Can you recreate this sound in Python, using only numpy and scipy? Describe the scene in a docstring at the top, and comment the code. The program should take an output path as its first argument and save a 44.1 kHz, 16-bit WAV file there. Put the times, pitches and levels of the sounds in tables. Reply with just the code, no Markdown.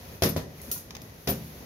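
"""A gloved hand rocks and turns a sheet-metal tin on a steel bench; two close microphone ports listen.
Throughout, the base rubs (lumpy rumble and fine hiss) over a faint mains hum. First the tin knocks on the
bench (low modes, clatter, crack) and a loose bit jingles (many small touches ringing high modes).
Then come dull ticks (single modes), seam snaps (noise bursts) and tool clicks (scrapes ringing modes).
The turned tin knocks and jingles again, and two thumps follow. Every hit leaves a diffuse room tail."""
import sys
import numpy as np
from scipy import signal
from scipy.fft import rfft, irfft
from scipy.io import wavfile
from scipy.ndimage import uniform_filter1d

SR = 44100
rng = np.random.default_rng(int(sys.argv[2]) if len(sys.argv) > 2 else 0)


def transcribe(u):
    """Save the signal u as a 16-bit wav file named by the first command-line argument.

    u: samples, shape (n,) or (channels, n), limited to [-1, 1]; the rate is SR.
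    q: integer samples, one column per channel.
    """
    v = np.clip(np.atleast_2d(u).T, -1, 1)
    q = np.round(v * 32767).astype(np.int16)
    wavfile.write(sys.argv[1], SR, q)


def boost(x):
    """Linear amplitude factor 10**(x/20) for a level x in decibels (scalar or array-like)."""
    u = np.asarray(x, float) / 20
    return 10 ** u


N = 72765  # length in samples


def evened(x):
    """Scales a sound to rms 1."""
    return x / np.sqrt(np.mean(x ** 2) + 1e-20)


def read(points, hz):
    """Reads a table between its points, on a log-frequency axis."""
    f, value = np.transpose(points)
    return np.interp(np.log(hz + 1), np.log(f + 1), value)


def add(mix, s, sound):
    """Mixes a two-row sound (mid, side) in at time s, cutting it at the end."""
    part = mix[:, round(s * SR):][:, :sound.shape[1]]
    part += sound[:, :part.shape[1]]


def coloured(colour, size):
    """Two rows of noise, shaped to the given spectrum and scaled to rms 1."""
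    spectrum = rfft(rng.standard_normal((2, size)))
    gain = boost(read(colour, np.fft.rfftfreq(size, 1 / SR)))
    return evened(irfft(spectrum * gain, size))


def dying(x, t60):
    """Lets every frequency band fall by 60 dB in its own time, as treble and bass die differently."""
    hz, t, bands = signal.stft(x, SR, nperseg=256)
    band_t60 = np.maximum(read(t60, hz), .01)[:, None]
    faded = bands * boost(-60 * t / band_t60)
    return signal.istft(faded, SR, nperseg=256)[1][:, :x.shape[1]]


def lumps(smooth_s):
    """Random wander of rms 1, made slower by smoothing noise twice."""
    size = round(smooth_s * SR)
    once = uniform_filter1d(rng.standard_normal(N), size)
    return evened(uniform_filter1d(once, size))


def burst(colour, db, t60):
    """A crack of coloured noise: a rise of 0.57 ms, then a steady fall in dB."""
    t = np.arange(SR // 3) / SR
    rise = np.minimum(t / 0.00057, 1)
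    return coloured(colour, len(t)) * rise * boost(db - 60 * t / t60)


# mains hum: (f/Hz, level/dB)
HUM_TONES = [(120, -62.5)]


def hum():
    """Steady mains tone that starts at a random point of its cycle."""
    t = np.arange(N) / SR
    return sum(boost(db) * np.sin(2 * np.pi * (hz * t + rng.random())) for hz, db in HUM_TONES)


# how long the workshop rings: (f/Hz, 60 dB fall time/s)
ROOM_FADE = [(100, 1), (1000, 0.22), (6000, 0.36), (14000, 0.23)]


def room(hits):
    """Diffuse tail of the workshop: dying noise, 6 ms late, follows every hit."""
    tail = dying(rng.standard_normal((2, SR // 2)), ROOM_FADE)
    tail = np.pad(tail / np.linalg.norm(tail[0]), ((0, 0), (round(.006 * SR), 0)))
    return signal.fftconvolve(hits, tail, axes=1)[:, :N]


# how strongly the base rubs: (t/s, rumble level/dB, hiss level/dB, top hiss level/dB)
RUB_LEVELS = [(0.0, -47, -52.5, -52), (0.156, -42.5, -53.5, -48.5), (0.248, -57, -60.5, -62),
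              (0.39, -37.5, -63, -67), (0.578, -47, -55, -52.5), (0.72, -42.5, -52.5, -50.5),
              (0.836, -47, -58, -66), (0.988, -43.5, -57, -59.5), (1.268, -49.5, -57, -51),
              (1.392, -47.5, -53.5, -49), (1.488, -48, -54, -49), (1.65, -41.5, -54, -52)]
# spectra of rumble, hiss and top hiss: (f/Hz, relative level/dB per Hz)
RUMBLE_COLOUR = [(15, -58), (25, -71), (44, 0.5), (65, -0.5), (248, -9.5), (300, -15.5), (394, -13),
                 (468, -14), (537, -14), (1500, -37.5), (1950, -24), (3300, -120)]
HISS_COLOUR = [(410, -4), (700, 2), (1530, -1.5), (1810, -3.5), (2530, 0), (2800, -3.5), (6520, -3),
               (8000, -9), (10400, -63), (17600, -120)]
TOP_COLOUR = [(4710, -73), (8000, -14), (11300, 1), (13900, -2.5), (15800, -9), (16300, -46), (16500, -58)]


def rubbing():
    """Friction of the base on the bench: lumpy rumble and gritty fine hiss."""
    s, rumble_db, hiss_db, top_db = np.transpose(RUB_LEVELS)
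    t = np.arange(N) / SR
    grit_db = 0.5 * lumps(0.0037)
    lumps_db = 1 * lumps(0.0015)
    rumble = coloured(RUMBLE_COLOUR, N) * boost(np.interp(t, s, rumble_db) + lumps_db)
    hiss = coloured(HISS_COLOUR, N) * boost(np.interp(t, s, hiss_db))
    top_hiss = coloured(TOP_COLOUR, N) * boost(np.interp(t, s, top_db))
    return rumble + (hiss + top_hiss) * boost(grit_db)


# dull ticks and thumps of handling: (t/s, level/dB, f/Hz, 60 dB fall time/s)
TICK_EVENTS = [(0.601, -44, 2080, 0.019), (.642, -44, 538, 0.084), (.683, -29, 240, 0.038),
               (0.7144, -42.5, 2970, 0.034), (.714, -46.5, 1357, .06), (0.76, -47.5, 1425, 0.067),
               (0.76, -46.5, 1004, 0.064), (0.956, -51, 226, 0.1), (1.0174, -32.5, 265, 0.047),
               (1.366, -31, 162, 0.11), (1.404, -37, 216, 0.14)]


def ticks(hits):
    """Each touch rings one panel: a single damped mode, swelling over its first cycle."""
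    t = np.arange(SR // 5) / SR
    for s, db, hz, t60 in TICK_EVENTS:
        swell = np.minimum(t * hz, 1)
        mode = boost(db - 60 * t / t60) * swell * np.sin(2 * np.pi * hz * t)
        add(hits, s, np.ones((2, 1)) * mode)


# tool clicking on the seam: (t/s, level/dB, 60 dB fall time of the scrape/s)
CLICK_EVENTS = [(0.9069, -35, 0.027), (0.9506, -34, 0.033), (0.9665, -34.5, 0.021), (1.0174, -40, 0.013)]
# modes of the tool's tip: (f/Hz, relative level/dB before division by root of fall time, 60 dB fall time/s)
TIP_MODES = [(1230, -7, .012), (2570, -7, .012), (3800, -4, .003), (5300, 0, .004), (6300, -1, .007),
             (8800, -2, .002), (11500, -3, .003), (14000, -6, .0015)]


def clicks(hits):
    """A short scrape of noise rings the modes of the tool's tip."""
    t = np.arange(SR // 10) / SR
    modes = 0
    for hz, level_db, ring_s in TIP_MODES:
        # the root keeps short and long modes comparable in energy
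        modes = modes + boost(level_db - 60 * t / ring_s) * np.sin(2 * np.pi * hz * t) / np.sqrt(ring_s)
    for s, db, t60 in CLICK_EVENTS:
        scrape = rng.standard_normal((2, len(t))) * boost(-60 * t / t60)
        ringing = signal.fftconvolve(scrape, modes[None], axes=1)
        add(hits, s, boost(db) * ringing / np.linalg.norm(modes))


# seam snapping: (t/s, level/dB, 60 dB fall time/s)
SNAP_EVENTS = [(0.581, -54, 0.042), (.616, -44, 1), (0.7144, -25, 0.28), (0.7253, -31.5, 0.05),
               (0.777, -39, .12), (1.0185, -48, 0.29)]
# bright spectrum of a snap: (f/Hz, relative level/dB per Hz)
SNAP_COLOUR = [(470, -55), (800, -43), (2100, -38), (2600, -23), (6550, -7), (7720, -10.5), (11400, 4.5),
               (15500, -4), (16500, -20)]


def snaps(hits):
    """The seam lets go: a bright noise burst that opens with a sharp tip."""
    for s, db, t60 in SNAP_EVENTS:
        add(hits, s, burst(SNAP_COLOUR, db, t60))
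        add(hits, s, burst(SNAP_COLOUR, db + 9, .018))  # tip: 9 dB stronger, gone fast


# loose bit rattling after a knock: (strongest at t/s, level/dB, spread/s)
RATTLE_EVENTS = [(0.249, -34, 0.017), (0.289, -37.5, 0.012), (0.375, -40, 0.0028), (1.303, -30, 0.013)]
# modes of the loose bit: (f/Hz, relative level/dB, 60 dB fall time/s)
JINGLE_MODES = [(9840, -6, .022), (10450, -8, .018), (11430, -8, .015), (11860, -2, .05),
                (12190, -10, .015), (13600, -6, .025), (14250, -1, .03), (14700, -8, .015),
                (15090, -7, .02)]


def rattles(hits):
    """Many small touches, swelling and fading, each ringing the modes differently."""
    touches_per_s, left_share = 1500, 0.71
    t = np.arange(SR // 4) / SR
    for s, level_db, spread_s in RATTLE_EVENTS:
        swell = np.exp(-.5 * (t / spread_s - 2) ** 2)  # peaks two spreads in
        touches = (rng.random(len(t)) < touches_per_s / SR) * swell
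        jingle = 0
        for hz, db, t60 in JINGLE_MODES:
            mode = boost(db - 60 * t / t60) * np.sin(2 * np.pi * hz * t)
            strikes = touches * rng.standard_normal((2, len(t)))
            jingle = jingle + signal.oaconvolve(strikes, mode[None], axes=1)[:, :len(t)]
        mid, side = jingle
        leaning = np.array([mid, side + left_share * mid])  # mid copied to side leans left
        add(hits, s - 2 * spread_s, boost(level_db) * leaning)


# tin knocking on the bench: (t/s, ring level/dB, clatter level/dB, crack level/dB, 0 before or 1 after the turn)
KNOCK_EVENTS = [(0.2215, -18, -22, -22.5, 0), (.235, -21.5, -25.5, -17, 0), (.2412, -20.5, -31.5, -26, 0),
                (0.26, -23.5, -33, -28, 0), (0.3635, -21.5, -31, -35, 0), (1.2732, -28, -26, -28.5, 1),
                (1.288, -24.5, -33.5, -44, 1), (1.3136, -27.5, -43, -39, 1)]
# modes of tin and bench, one list before and one after the turn:
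# (f/Hz, relative level/dB, 60 dB fall time/s, held to 0.22 s at most)
BODY_MODES = [
    [(96.2, 0, 0.11), (164, -6, .22), (262.6, -5, 0.17), (322, -13.5, 0.35), (376.4, -8, 0.1),
     (459.8, -11.5, 0.18), (538, -3.5, 0.063), (607, -9.5, .12), (658, -28, 0.16), (826, -25, 0.31),
     (993, -19.5, .16)],
    [(87.5, -4, .12), (161, -5.5, .25), (208.6, -1, 0.095), (269, -6.5, 0.1), (401.5, -11, 0.25),
     (450, -8, 0.16), (520.3, -9, 0.19), (704, -4, 0.051), (826, -27, 0.14)],
]
# spectra of clatter and crack: (f/Hz, relative level/dB per Hz)
CLATTER_COLOUR = [(24, -39), (40, -57), (130, -3.5), (345, -4), (660, -6), (780, -16.5), (1680, -18),
                  (5440, -20), (7730, -23.5), (11600, -20), (16000, -32)]
CRACK_COLOUR = [(500, -1), (1800, -12.5), (4000, -2.5), (5500, 5.5), (8000, -4), (11000, 5), (16500, -13)]
# how long the clatter lasts: (f/Hz, 60 dB fall time/s)
CLATTER_FADE = [(60, 0.8), (300, 0.24), (1000, 0.26), (4000, 0.22), (12000, 0.32)]


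def knocks(hits):
    """Tin strikes bench: low modes ring, sheet metal clatters, and the touch itself cracks."""
    t = np.arange(SR // 2) / SR
    for s, ring_db, clatter_db, crack_db, turned in KNOCK_EVENTS:
        ring = 0
        for k, (hz, db, t60) in enumerate(BODY_MODES[int(turned > .5)]):
            mode = boost(db - 60 * t / min(t60, .22)) * np.sin(2 * np.pi * hz * t)
            ring = ring + mode * [[1], [.5 * (-1) ** k]]  # modes lean left and right in turn
        rise = np.minimum(t / 0.00033, 1)
        clatter = dying(coloured(CLATTER_COLOUR, len(t)), CLATTER_FADE) * rise
        add(hits, s, -boost(ring_db) * ring + boost(clatter_db) * clatter)
        add(hits, s, burst(CRACK_COLOUR, crack_db, 0.035))


def scene():
    """All sounds as two rows, mid (left plus right) and side (left minus right)."""
    hits = np.zeros((2, N))
    ticks(hits)
    clicks(hits)
    snaps(hits)
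    rattles(hits)
    knocks(hits)
    return hum() + boost(-13) * room(hits) + rubbing() + hits


def low_pass(x):
    """Removes everything above the highest recorded frequency."""
    return signal.sosfilt(signal.butter(12, 16800, fs=SR, output="sos"), x)


# treble shape: a dip near 8 kHz and a cutoff at the top near 16 kHz: (f/Hz, level/dB)
TREBLE_SHAPE = [(6600, -1), (7500, -10), (8500, -12.5), (9600, -7), (15700, -4.5), (16400, -32)]
# width of the stereo picture: (f/Hz, gain of side against mid/dB)
SIDE_GAIN = [(60, -22), (170, -19.5), (350, -6), (650, -5.5), (1100, 1.5), (15000, -1)]
# balance of the ports: (f/Hz, left minus right level/dB)
PORT_LEAN = [(60, -1.16), (380, 1.1), (2380, 1.7), (15000, 0.068)]


def record(dry):
    """Two close ports share the bass and differ in the treble; a high-pass thins the bass."""
    hz = np.fft.rfftfreq(N, 1 / SR)
    mid, side = rfft(dry) * boost(read(TREBLE_SHAPE, hz))
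    side = side * boost(read(SIDE_GAIN, hz))
    lean = boost(read(PORT_LEAN, hz) / 2)  # half up on the left, half down on the right
    ports = irfft(np.array([(mid + side) * lean, (mid - side) / lean]), N)
    bass_cut = signal.butter(3, 63, "high", fs=SR, output="sos")  # 63 Hz
    ports = signal.sosfilt(bass_cut, ports)
    return low_pass(ports)


dry = scene()
out = record(dry)
transcribe(out)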